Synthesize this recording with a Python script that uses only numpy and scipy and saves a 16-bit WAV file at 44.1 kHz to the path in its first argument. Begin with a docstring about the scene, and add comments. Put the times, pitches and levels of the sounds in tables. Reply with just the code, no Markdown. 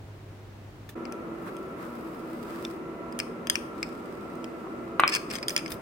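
"""A hob hums faintly under a pan and oil spits once; then, over the drone of a kitchen fan, a wire masher
squashes strawberries in a glass beaker. The wire clinks, scrapes and squeaks on the hand-damped wall,
and as the masher is pulled up the beaker knocks twice on the counter. Struck, rubbed and knocked bodies
are sums of decaying modes; juice, pulp, hob and fan are shaped noise, with steady tones in hob and fan."""
import sys
import numpy as np
from scipy import signal
from scipy.fft import rfft, irfft
from scipy.io import wavfile
from scipy.ndimage import uniform_filter1d

SR = 44100
rng = np.random.default_rng(int(sys.argv[2]) if len(sys.argv) > 2 else 0)


def unload_wav(signal):
    """Save mono or channel-first audio to the path in sys.argv[1] as 16-bit WAV at rate SR, clipped to [-1, 1]."""
    wavfile.write(
        sys.argv[1],
        SR,
        np.round(np.clip(np.atleast_2d(signal).T, -1, 1) * 32767).astype(np.int16),
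    )


N = 256220  # samples
ATTACK_S = .00035  # time constant with which every mode and crack rises
BODY_DB = 1  # low wall modes against the middle ones, in strikes and squeaks


def amp(db):
    """Decibel law: level to amplitude gain."""
    return 10 ** (np.asarray(db) / 20)


def unit(x):
    """Normalisation: scales a signal to rms 1."""
    return x / np.sqrt(np.mean(x ** 2) + 1e-20)


def read(points, hz):
    """Interpolation on a logarithmic frequency axis."""
    f, value = np.transpose(points)
    return np.interp(np.log(hz + 1), np.log(f + 1), value)


def add(mix, s, sound):
    """Superposition: lays a stereo sound into the mix at time s."""
    part = mix[:, round(s * SR):][:, :sound.shape[1]]
    part += sound[:, :part.shape[1]]


# Wire strikes on glass. Each row: start in seconds, direct rms level of the first 4 ms in dB, left-right
# offset in dB before shading, nearness to the rim as dB on the rim modes, pinch (how far a wire left
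# pressing chokes the main ring) in dB, hardness as dB on the treble, stiffening of the wall in semitones.
STRIKES = [(1.0533, -40, 14, -8, 9, -7, 0), (1.1231, -40, 17, 0.5, 16, 3, .3), (1.567, -47, 24, 7, 7, 7, 0),
           (2.6496, -35.5, 2, -3.5, 12, -3, .6), (3.1245, -45.5, 17, -6, 0, 3, .3),
           (3.1899, -28.5, 12, 8, 8, 2.5, 0.15), (3.2002, -24, 7, -11, 9, -6, 0.53),
           (3.4705, -31.5, 20, 5, 5, 0, .3), (3.4983, -16, 5, 10.5, -3.5, 1, 0.29),
           (3.555, -21, 9, -6.5, 13.5, -4, 1.2), (3.8288, -25, 10, -9, 3, -3, 0.028),
           (4.354, -55.5, 0, 6, 11, 12, .5), (4.4428, -41, -0.5, -2, 12, -2, 0.41),
           (4.9994, -31, 5, 5, 11, 6, .4), (5.0775, -19, 9, -7, 1, 2, 1.5),
           (5.0895, -28, 5, -5, 0, -7, -.6), (5.0968, -35, 5, 0, 8, 2, .4), (5.137, -32, 5, -3, 2, -6, .3),
           (5.1398, -27, 10, -2, 9, 0, .7), (5.1499, -21.5, 6, 3.5, 6, -4, 0.67),
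           (5.1565, -31, 8, -2, 3, 2, .4), (5.159, -31, 8, -5, 5, 1, .2), (5.1645, -29, 14, -2, 2, -6, -.8),
           (5.3108, -37, 12, 1, -5, -6, .6), (5.3277, -42, 11, 1, 1, 9, 0.086),
           (5.3537, -31, 11, 5, -3, -1, 0.63), (5.385, -37.5, 20, 4, -9, 1, .4),
           (5.428, -31.5, -8, -2, -3, -8, 0.075), (5.4824, -22, -3, 11.5, -15, 7.5, 1.2),
           (5.4945, -30, 1, 2, 19, 1, .6), (5.5048, -31.5, 2, 0, -2, -2, .9),
           (5.5636, -17.5, 1.5, -1.5, 7, -5, 1.2), (5.5773, -28, 9, 10, 2, -1, .5),
           (5.5865, -35, 1, -5, -3, -6, .2), (5.661, -32.5, 12, -11, -4, -10, .3),
           (5.679, -41, 5, 5, 4, -7, .3), (5.7186, -35, -2, 2, 14, 0, 0.27),
           (5.7228, -37.5, 0, 0, -4, 11, .3)]


def clinks():
    """Impact excitation: single strikes come first, a dense rattle later."""
    out = np.zeros((2, N))
    for s, *blow in STRIKES:
        add(out, s - ATTACK_S, strike(*blow))
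    return out


def strike(db, pan_db, rim_db, pinch_db, hard_db, semitones, early_gain=0.34):
    """Double contact: each strike touches the wall twice within a millisecond, a lighter touch and then the
    full hit."""
    first = int(.004 * SR)
    lag = int(rng.uniform(.0004, .0008) * SR)
    early_touch, hit = [glass(BODY_DB, hard_db, rim_db, pinch_db, pan_db, semitones=semitones)
                  for touch in range(2)]
    late_hit = np.pad(hit, ((0, 0), (lag, 0)))[:, :-lag]
    tap = early_gain * early_touch + late_hit
    return amp(db) * tap / tap[:, :first].std()


# Modes of the beaker wall, damped by hand and pulp. Each row: frequency in Hz before stiffening, level in
# dB, t60 in seconds before pulp damping, place from -1 near the base to 1 at the rim, dB gained for each
# dB of pinch, share of the stiffening that it follows.
WALL_MODES = [(1070, -16.5, 0.01, 0.36, 0.5, 0), (1790, -3, 0.0073, 0.18, 0, 0.28),
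              (2160, -4, 0.008, -0.61, -0.4, 0.21), (2436, -0.5, 0.0079, -0.44, 0.27, 0.25),
              (3260, -2.5, 0.0064, 0.89, -0.12, 0.41), (4554, -14, 0.012, -0.5, 0.28, 0),
              (4997, -2.5, 0.025, 0.02, -0.5, 0), (5290, -8.5, 0.0098, -0.74, 0.43, 0.49),
              (5750, -13, 0.0074, -0.097, 1, 0.2), (6250, -5.5, 0.0078, 1, 0.25, 0.79),
              (6700, -17, 0.0075, 0.73, 0, 0.84), (7810, -3.5, 0.0061, -0.36, 0, 0.78),
              (8670, -8, 0.014, 0.43, 0, 0.047), (9150, -6.5, 0.0057, 0.9, 0.42, 0.29),
              (10840, -10.5, 0.0058, 0.16, 0.5, 0.34), (12000, -16, 0.016, 0.62, 0, 0.019),
              (13350, -11, 0.0075, 0.44, 0, 0), (14500, -21, .005, 0.39, 1, 0),
              (15800, -15, .0088, .3, 0.5, 0)]
# Faint, mostly longer ring of the steel wires. Each row: frequency in Hz, level in dB, t60 in seconds.
WIRE_MODES = [(2520, -47, 0.38), (4390, -41, 0.13), (5000, -58, 0.62), (5250, -62, 0.093),
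              (5360, -55, 0.17), (8769, -65, 0.43)]
# Mean phase of the wall's sound at two microphones. Each row: frequency in Hz, lead of left in radians.
WALL_LEAD = [(1100, -1.5), (2500, -2), (3300, -5), (5000, -7), (6200, -7), (9500, -7.5), (16000, -8.5)]
# The beaker shades the far microphone. Each row: frequency in Hz, share of the left-right offset.
SHADING = [(3000, 1), (5000, 0.13), (9000, 0.07)]
PULP_DAMPING = 0.59  # dB of decay time for each dB of nearness to the rim, when that is negative
CRACK_DB, CRACK_T60_S = -18, .012  # the crack's level before hardness is added


def glass(low_db, high_db, rim_db, pinch_db, pan_db, wire_db=0, detune=0.0058, semitones=0,
          phase_scatter=0.77, crack_hz=900):
    """Modal vibration: wall and wires ring with a brief crack; harder contact favours the high modes."""
    stiffer = 2 ** (semitones / 12)
    damping = amp(PULP_DAMPING * min(rim_db, 0))  # pulp shortens the ring near the base
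    wall = [(hz * stiffer ** follows, db + rim * rim_db + pinch * pinch_db, t60 * damping)
            for hz, db, t60, rim, pinch, follows in WALL_MODES]
    wires = [(hz, db + wire_db, t60) for hz, db, t60 in WIRE_MODES]
    modes = np.array(wall + wires)
    hz = modes[:, 0]
    modes[:, 1] += read([(3400, low_db), (4600, 0), (6400, 0), (8300, high_db)], hz)
    lead = read(WALL_LEAD, hz) + phase_scatter * rng.standard_normal(len(hz))
    tone = ring(modes, lead, pan_db * read(SHADING, hz), scatter_db=1.46, detune=detune)
    t = np.arange(tone.shape[1]) / SR
    high_pass = signal.butter(2, crack_hz, "high", fs=SR)
    crack = signal.lfilter(*high_pass, rng.standard_normal(tone.shape))
    envelope = 1000. ** (-t / CRACK_T60_S) * (1 - np.exp(-t / ATTACK_S))
    return tone + amp(CRACK_DB + high_db) * crack * envelope


def ring(modes, lead, pan_db, scatter_db=0, detune=0):
    """Modal superposition: each mode reaches two microphones with its own phase lead and level offset."""
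    left = np.exp(.5j * lead) * amp(pan_db / 2)
    return (np.array([left, 1 / left]) @ decaying(modes, scatter_db, detune)).imag


def decaying(modes, scatter_db, detune):
    """Exponential decay: one complex dying wave a mode, optionally scattered in level and frequency."""
    hz, db, t60 = np.transpose(modes)[:, :, None]
    t = np.arange(SR // 4) / SR
    strength, shift = rng.standard_normal((2, len(modes), 1))
    sign = (-1) ** np.arange(len(modes))[:, None]
    pole = 2j * np.pi * hz * (1 + detune * shift) - np.log(1000) / t60
    return sign * amp(db + scatter_db * strength) * np.exp(pole * t) * (1 - np.exp(-t / ATTACK_S))


# The base meets the counter. Each row: start in seconds, direct peak level in dB, left-right offset in dB,
# landing edge as dB on the far-edge modes, frequency in Hz above which the blow softens.
BASE_KNOCKS = [(4.9962, -2.8, .5, -5, 5200), (5.0359, -1.2, .5, 5, 4100)]
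# Modes of the base on the counter. Each row: frequency in Hz, level in dB, t60 in seconds, place from about
# -1 at the near edge to 1 at the far edge.
BASE_MODES = [(325, -22, 0.04, -.6), (550, -16, 0.012, -1.4), (1176, 8, 0.011, 0),
              (1146, -16, 0.092, -0.041), (1390, 0.5, 0.0093, -0.16), (1984, -16, 0.049, -.6),
              (2320, -5, 0.012, 1), (2580, -18, 0.05, 0), (2800, -11, 0.013, -.8), (3100, -19, 0.013, 0.98),
              (3480, -8.5, 0.0074, 0.75), (4070, -13, 0.0056, -0.7), (2060, -9.5, 0.013, -1.05),
              (2344, -22, 0.086, 0.18)]


def knocks(lead_per_hz=0.00041):
    """Position-dependent excitation: one edge lands after the other, each waking its share of the modes."""
    out = np.zeros((2, N))
    for s, db, pan_db, edge_db, soft_hz in BASE_KNOCKS:
        modes = np.array([(hz, level + edge * edge_db, t60) for hz, level, t60, edge in BASE_MODES])
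        sound = ring(modes, lead_per_hz * modes[:, 0], pan_db)  # lead in radians
        blow = signal.lfilter(*signal.butter(4, soft_hz, fs=SR), sound)
        add(out, s, amp(db) * blow / abs(blow).max())
    return out


# Wire slides on glass. Each row: start in seconds, length in seconds, direct rms level in dB, level of the
# high modes in dB.
SLIDES = [(5.089, 0.015, -35, -2), (5.113, 0.036, -34.5, -8), (5.15, .022, -32, 1),
          (5.299, .018, -36, -1.5), (5.324, 0.04, -46, 9), (5.424, 0.013, -42, -3), (5.488, 0.027, -46, 4),
          (5.584, 0.018, -41.5, 0)]


def scrapes(pan_db=5.0, low_db=2.0, rim_db=-7.0, pinch_db=5, wire_db=13.0):
    """Irregular stick-slip: four wires drag in trains of tiny taps, each detuning the glass its own way."""
    out = np.zeros((2, N))
    slips_per_s, spread_db, detune = 300, 4.5, .03  # rate for each wire; detune as a share of frequency
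    for s, length, db, high_db in SLIDES:
        n, rub = int(length * SR), 0
        for wire in range(4):
            chance, size, side = rng.random((3, SR // 4))[:, :n]
            strength = amp(spread_db * np.minimum(-np.log(size), 3))
            slips = strength * np.sign(side - .5) * (chance < slips_per_s / SR)
            stroke = slips * signal.windows.tukey(n, .4)
            wall = glass(low_db, high_db, rim_db, pinch_db, pan_db, wire_db, detune)
            rub = rub + signal.fftconvolve(stroke[None], wall, axes=1)
        add(out, s, amp(db) * rub / (rub[:, :n].std() + 1e-9))
    return out


# Wire squeaks on wet glass. Each row: start in seconds, length in seconds, direct rms level in dB, nearness
# to the rim in dB, level of the high modes in dB.
GRIPS = [(5.120, .029, -30, -4, -9), (5.156, 0.016, -33.5, -6, -5), (5.351, .017, -40, 3, -2)]
# Mean slip rate of each squeak. 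Each row: rate at the start, middle and end in slips per second.
SLIP_RATES = [(868, 889, 872), (790, 800, 808), (985, 1005, 1110)]


def squeaks(pan_db=5, pinch_db=6, wire_db=14, rub_db=-9):
    """Periodic stick-slip: the wall sings on multiples of a nearly regular slip rate, over a rough rub."""
    out = np.zeros((2, N))
    waver, uneven_db = .022, 3.5  # rms share of the rate; rms unevenness of the slips
    for (s, length, db, rim_db, high_db), rates in zip(GRIPS, SLIP_RATES):
        n = int(length * SR)
        drift, size, rub = rng.standard_normal((3, SR // 4))[:, :n]
        glide = np.interp(np.linspace(0, 2, n), [0, 1, 2], rates)
        hz = glide * (1 + waver * unit(uniform_filter1d(drift, size=60)))
        cycles = np.floor(np.cumsum(hz) / SR)
        slips = np.diff(cycles, prepend=0) * amp(uneven_db * size)
        stroke = (unit(slips) + amp(rub_db) * rub) * signal.windows.tukey(n, .4)
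        wall = glass(BODY_DB, high_db, rim_db, pinch_db, pan_db, wire_db)
        squeak = signal.fftconvolve(stroke[None], wall, axes=1)
        add(out, s, amp(db) * squeak / squeak[:, :n].std())
    return out


# Spectrum of the juice fizz. Each row: frequency in Hz, relative level in dB.
FIZZ_SPECTRUM = [(1500, 15.5), (2500, 8.5), (3800, 7.5), (4300, 5.5), (5000, 9), (5700, 2), (6700, 0),
                 (8500, 6), (10000, 1.5), (11200, 10), (12000, 5), (13000, 7.5), (15700, 9)]
# Berries give way. Each row: start in seconds, length in seconds, rms level in dB at the height of the swell.
COLLAPSES = [(1.449, 0.06, -41), (1.756, 0.15, -45), (2.424, 0.25, -46)]
# Spectrum of the collapsing pulp. Each row: frequency in Hz, relative level in dB.
PULP_SPECTRUM = [(400, -27), (800, -2), (1150, 9), (1650, 0.5), (2500, -11), (5000, -23), (12000, -22.5)]


def fruit(pops_per_s=450, pop_db=5.0, pop_share=0.82, split_hz=9500):
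    """Modulated turbulence: juice spurts unevenly through bursting cells; now and then a berry collapses."""
    t, hz = np.arange(N) / SR, np.fft.rfftfreq(N, 1 / SR)
    spurt_hz, spurt_db = 55, 1.4  # fastest flicker; its rms depth
    size = amp(pop_db * np.minimum(rng.exponential(1, (2, N)), 5))
    pops = size * (rng.random((2, N)) < pops_per_s / SR)
    colour = amp(read(FIZZ_SPECTRUM, hz)) * (hz > FIZZ_SPECTRUM[0][0])
    pops = unit(irfft(rfft(pops) * colour, N))
    fizz = unit(wash(FIZZ_SPECTRUM) + pop_share * pops)
    top = irfft(rfft(fizz) * (hz > split_hz), N)
    spurts = unit(irfft(rfft(rng.standard_normal(N)) * (hz < spurt_hz), N))
    pressed = pressure(t, False) * (fizz - top) + pressure(t, True) * top
    out = amp(spurt_db * spurts) * pressed
    pulp = wash(PULP_SPECTRUM)
    for s, length, db in COLLAPSES:
        out += amp(db) * pulp * np.sin(np.pi * np.clip((t - s) / length, 0, 1))
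    return out


# Pushes on the fruit. Each row: peak in seconds, level of the wet fizz in dB, build-up in seconds and release
# in seconds (each for a tenfold change), dB added to the upper treble, lift-off of the masher in seconds.
PRESSES = [(1.47, -56.5, 0.3, 0.68, -3, 1.79), (1.81, -56, 0.076, 2.3, -2, 2.66),
           (2.6, -50, 0.88, 0.5, -5, 2.74), (3.77, -55, 0.037, 2.7, -8, 4.9),
           (5.34, -36, 0.059, 0.1, -13, 5.39), (5.505, -38, .022, 0.062, 1, 5.7),
           (5.720, -35, 0.028, 0.035, 2, 5.85)]
LIFT_S = 0.1  # time for a further tenfold fall once the masher lifts


def pressure(t, upper):
    """Exponential build-up and release, dying faster after lift-off; upper picks the upper treble's level."""
    pushes = []
    for s, db, build, release, top_db, lift in PRESSES:
        decades = np.maximum((s - t) / build, (t - s) / release) + np.maximum(t - lift, 0) / LIFT_S
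        pushes.append(amp(db + upper * top_db) * 10 ** -decades)
    return np.linalg.norm(pushes, axis=0)


# Air bursts out of the pulp. Each row: start in seconds, level in dB before the attack and left-right offset,
# pitch in Hz, t60 in seconds.
AIR_POCKETS = [(2.6507, -23, 3560, 0.014), (4.4433, -31, 3160, 0.007), (4.6718, -24.5, 1040, 0.0072),
               (5.7188, -34, 3630, 0.025)]


def bubbles(pan_db=5.0):
    """Bubble resonance: each pocket of air rings briefly at one pitch as it opens."""
    out = np.zeros((2, N))
    for s, db, hz, t60 in AIR_POCKETS:
        add(out, s, amp(db) * ring([(hz, 0, t60)], np.zeros(1), pan_db))
    return out


def thud(s=5.705, db=-47, length=0.08):
    """Low-frequency forcing: the masher comes down on the pulp and pushes dully on the counter."""
    push = np.sin(np.pi * np.clip((np.arange(N) / SR - s) / length, 0, 1))
    return amp(db) * push * wash([(25, -30), (50, -9), (70, 3.0), (90, -3), (130, -3.0)])  # (Hz, dB)


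# The pan rings under the spit. Each row: frequency in Hz, level in dB, t60 in seconds.
PAN_MODES = [(1770, -39, 0.02), (3520, -50, .06), (6600, -51, .02)]
SPIT_AT_S = .8908


def spit(db=-42, t60=0.084):
    """Burst and resonance: one spit of oil is a decaying hiss that sets the pan ringing briefly."""
    age = np.arange(N) / SR - SPIT_AT_S
    colour = [(800, -6), (1800, -2), (2800, -3), (4400, -7), (9000, -11), (15700, -6)]  # (Hz, dB)
    out = amp(db) * wash(colour) * 1000. ** (-abs(age) / t60) * (age > 0)
    add(out, SPIT_AT_S, ring(PAN_MODES, np.zeros(len(PAN_MODES)), 0))
    return out


# Broad noise of the fan, its treble hiss and the hob. Each row: frequency in Hz, relative level in dB.
FAN_SPECTRUM = [(25, -28), (45, -9.5), (120, -7), (170, 0.5), (320, 1.5), (450, -0.5), (580, -3.5),
                (660, -8.5), (840, -11), (960, -9), (1350, -7.5), (1520, -16.5), (2700, -22.5),
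                (3200, -30.5)]
HISS_SPECTRUM = [(2500, 1), (3300, -3.5), (4200, -5), (6000, -5.5), (10000, -9), (15700, -10.5)]
HOB_SPECTRUM = [(15, -43.5), (25, -23), (43, -6), (76, -7), (108, -1), (195, -10.5), (344, -7), (451, -15),
                (545, -14.5), (1610, -24), (2050, -25.5), (11900, -45), (16000, -41)]
# Fan motor tones. Each row: frequency in Hz, rms level in dB, width in Hz, steady share of power from 0 to 1.
MOTOR_TONES = [(239, -48.3, 4.5, .3), (324, -49.3, 5.8, 0), (334.8, -46.9, 2.5, .45),
               (377.3, -50.5, 2.5, .55), (451, -56.5, 4, .2), (585, -58, 5, .2), (670.5, -56, 3, .6),
               (755, -63, 3, .3), (974, -59, 9, .1), (1271, -59, 8, .2), (1341, -52.8, 4, .5),
               (1375, -60, 14, 0), (2023, -64.5, 6.4, 0)]
FAN_START_S, HOB_FADE_S, FAN_FADE_S = .951, .006, .007


def background(fan_db=-40.0, hiss_db=-62, hob_db=-47.2, hum_db=-48.5, hum_hz=100):
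    """Noise and tones in sum: the hob fades out quickly, and the fan fades in at once after it."""
    t = np.arange(N) / SR
    hob = amp(hob_db) * wash(HOB_SPECTRUM) + amp(hum_db) * unit(np.sin(2 * np.pi * hum_hz * t))
    fan = amp(fan_db) * wash(FAN_SPECTRUM) + amp(hiss_db) * wash(HISS_SPECTRUM) + tones(MOTOR_TONES)
    hob_gain = np.clip((FAN_START_S - t) / HOB_FADE_S, 0, 1)
    fan_gain = np.clip((t - FAN_START_S) / FAN_FADE_S, 0, 1)
    return hob * hob_gain + fan * fan_gain


def tones(rows):
    """Line broadening: a motor tone has a steady core and a part that wavers within its own width."""
    t, out = np.arange(N) / SR, 0
    for f, db, width, steady in rows:
        apart = np.arccos(read(LIKENESS, f))  # phase between the microphones
        phase = 2 * np.pi * rng.random() + np.array([[0], [apart]])
        core = unit(np.sin(2 * np.pi * f * t + phase))
        waver = noise(lambda hz: 1 / (1 + ((hz - f) / width) ** 2))
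        out = out + amp(db) * (np.sqrt(steady) * core + np.sqrt(1 - steady) * waver)
    return out


def wash(spectrum):
    """Spectral shaping: broad noise that dies away above its last point."""
    last_hz = spectrum[-1][0]
    return noise(lambda hz: amp(read(spectrum, hz)) / np.hypot(1, (hz / last_hz / 1.16) ** 4))


# Likeness of diffuse sound at the two microphones. Each row: frequency in Hz, left-right likeness.
LIKENESS = [(60, 0.9), (200, 0.95), (400, 0.83), (700, 0.51), (1400, 0.052), (4000, 0.025), (15000, .05)]


def noise(gain_at):
    """Diffuse-field coherence: noise of rms 1 on which the microphones agree mainly in the bass."""
    hz = np.fft.rfftfreq(N, 1 / SR)
    a, b = rfft(rng.standard_normal((2, N)))
    same = read(LIKENESS, hz)
    pair = np.array([a, same * a + np.sqrt(1 - same ** 2) * b])
    return unit(irfft(pair * gain_at(hz), N))


def echoes(x, decays, delay):
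    """Reverberation: dense reflections of random sign, each band dying at its own speed."""
    hz, t, z = signal.stft(rng.choice([-1., 1.], (2, SR // 2)), SR, nperseg=128)
    tail = signal.istft(z * 1000. ** (-t / read(decays, hz)[:, None]), SR, nperseg=128)[1]
    tail = np.pad(tail, ((0, 0), (round(delay * SR), 0)))
    return signal.fftconvolve(x, tail / np.linalg.norm(tail[0]), axes=1)[:, :N]


# Decay of the kitchen. Each row: frequency in Hz, t60 in seconds.
KITCHEN_DECAY = [(300, 0.73), (1200, 0.72), (2500, 0.41), (3300, 0.45), (4400, 0.38), (5600, 0.36),
                 (9000, 0.47), (15000, 0.49)]


def scene(near_db=-11, room_db=-14, knock_near_db=-10.5, knock_room_db=-13):
    """Early and late reflection: counter and arms answer each contact at once, the kitchen later."""
    wall, base = clinks() + scrapes() + squeaks(), knocks()
    # near decays as (Hz, t60 s), delays in seconds
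    near = echoes(amp(near_db) * wall, [(1200, 0.068), (3300, 0.035), (5500, 0.023), (14000, 0.0093)], 0.0018)
    near += echoes(amp(knock_near_db) * base,
                   [(500, 0.18), (1200, 0.049), (2400, 0.43), (3500, 0.079), (5000, 0.017)], 0.002825)
    far = echoes(amp(room_db) * wall + amp(knock_room_db) * base, KITCHEN_DECAY, .007)
    return wall + base + near + far + fruit() + bubbles() + thud() + spit() + background()


def record(dry, edge_hz=16050):
    """Band limiting: a steep linear-phase low-pass removes the highest treble."""
    low_pass = signal.firwin(401, edge_hz, window=("kaiser", 9), fs=SR)
    return signal.oaconvolve(dry, low_pass[None], "same")


dry = scene()
out = record(dry)
unload_wav(out)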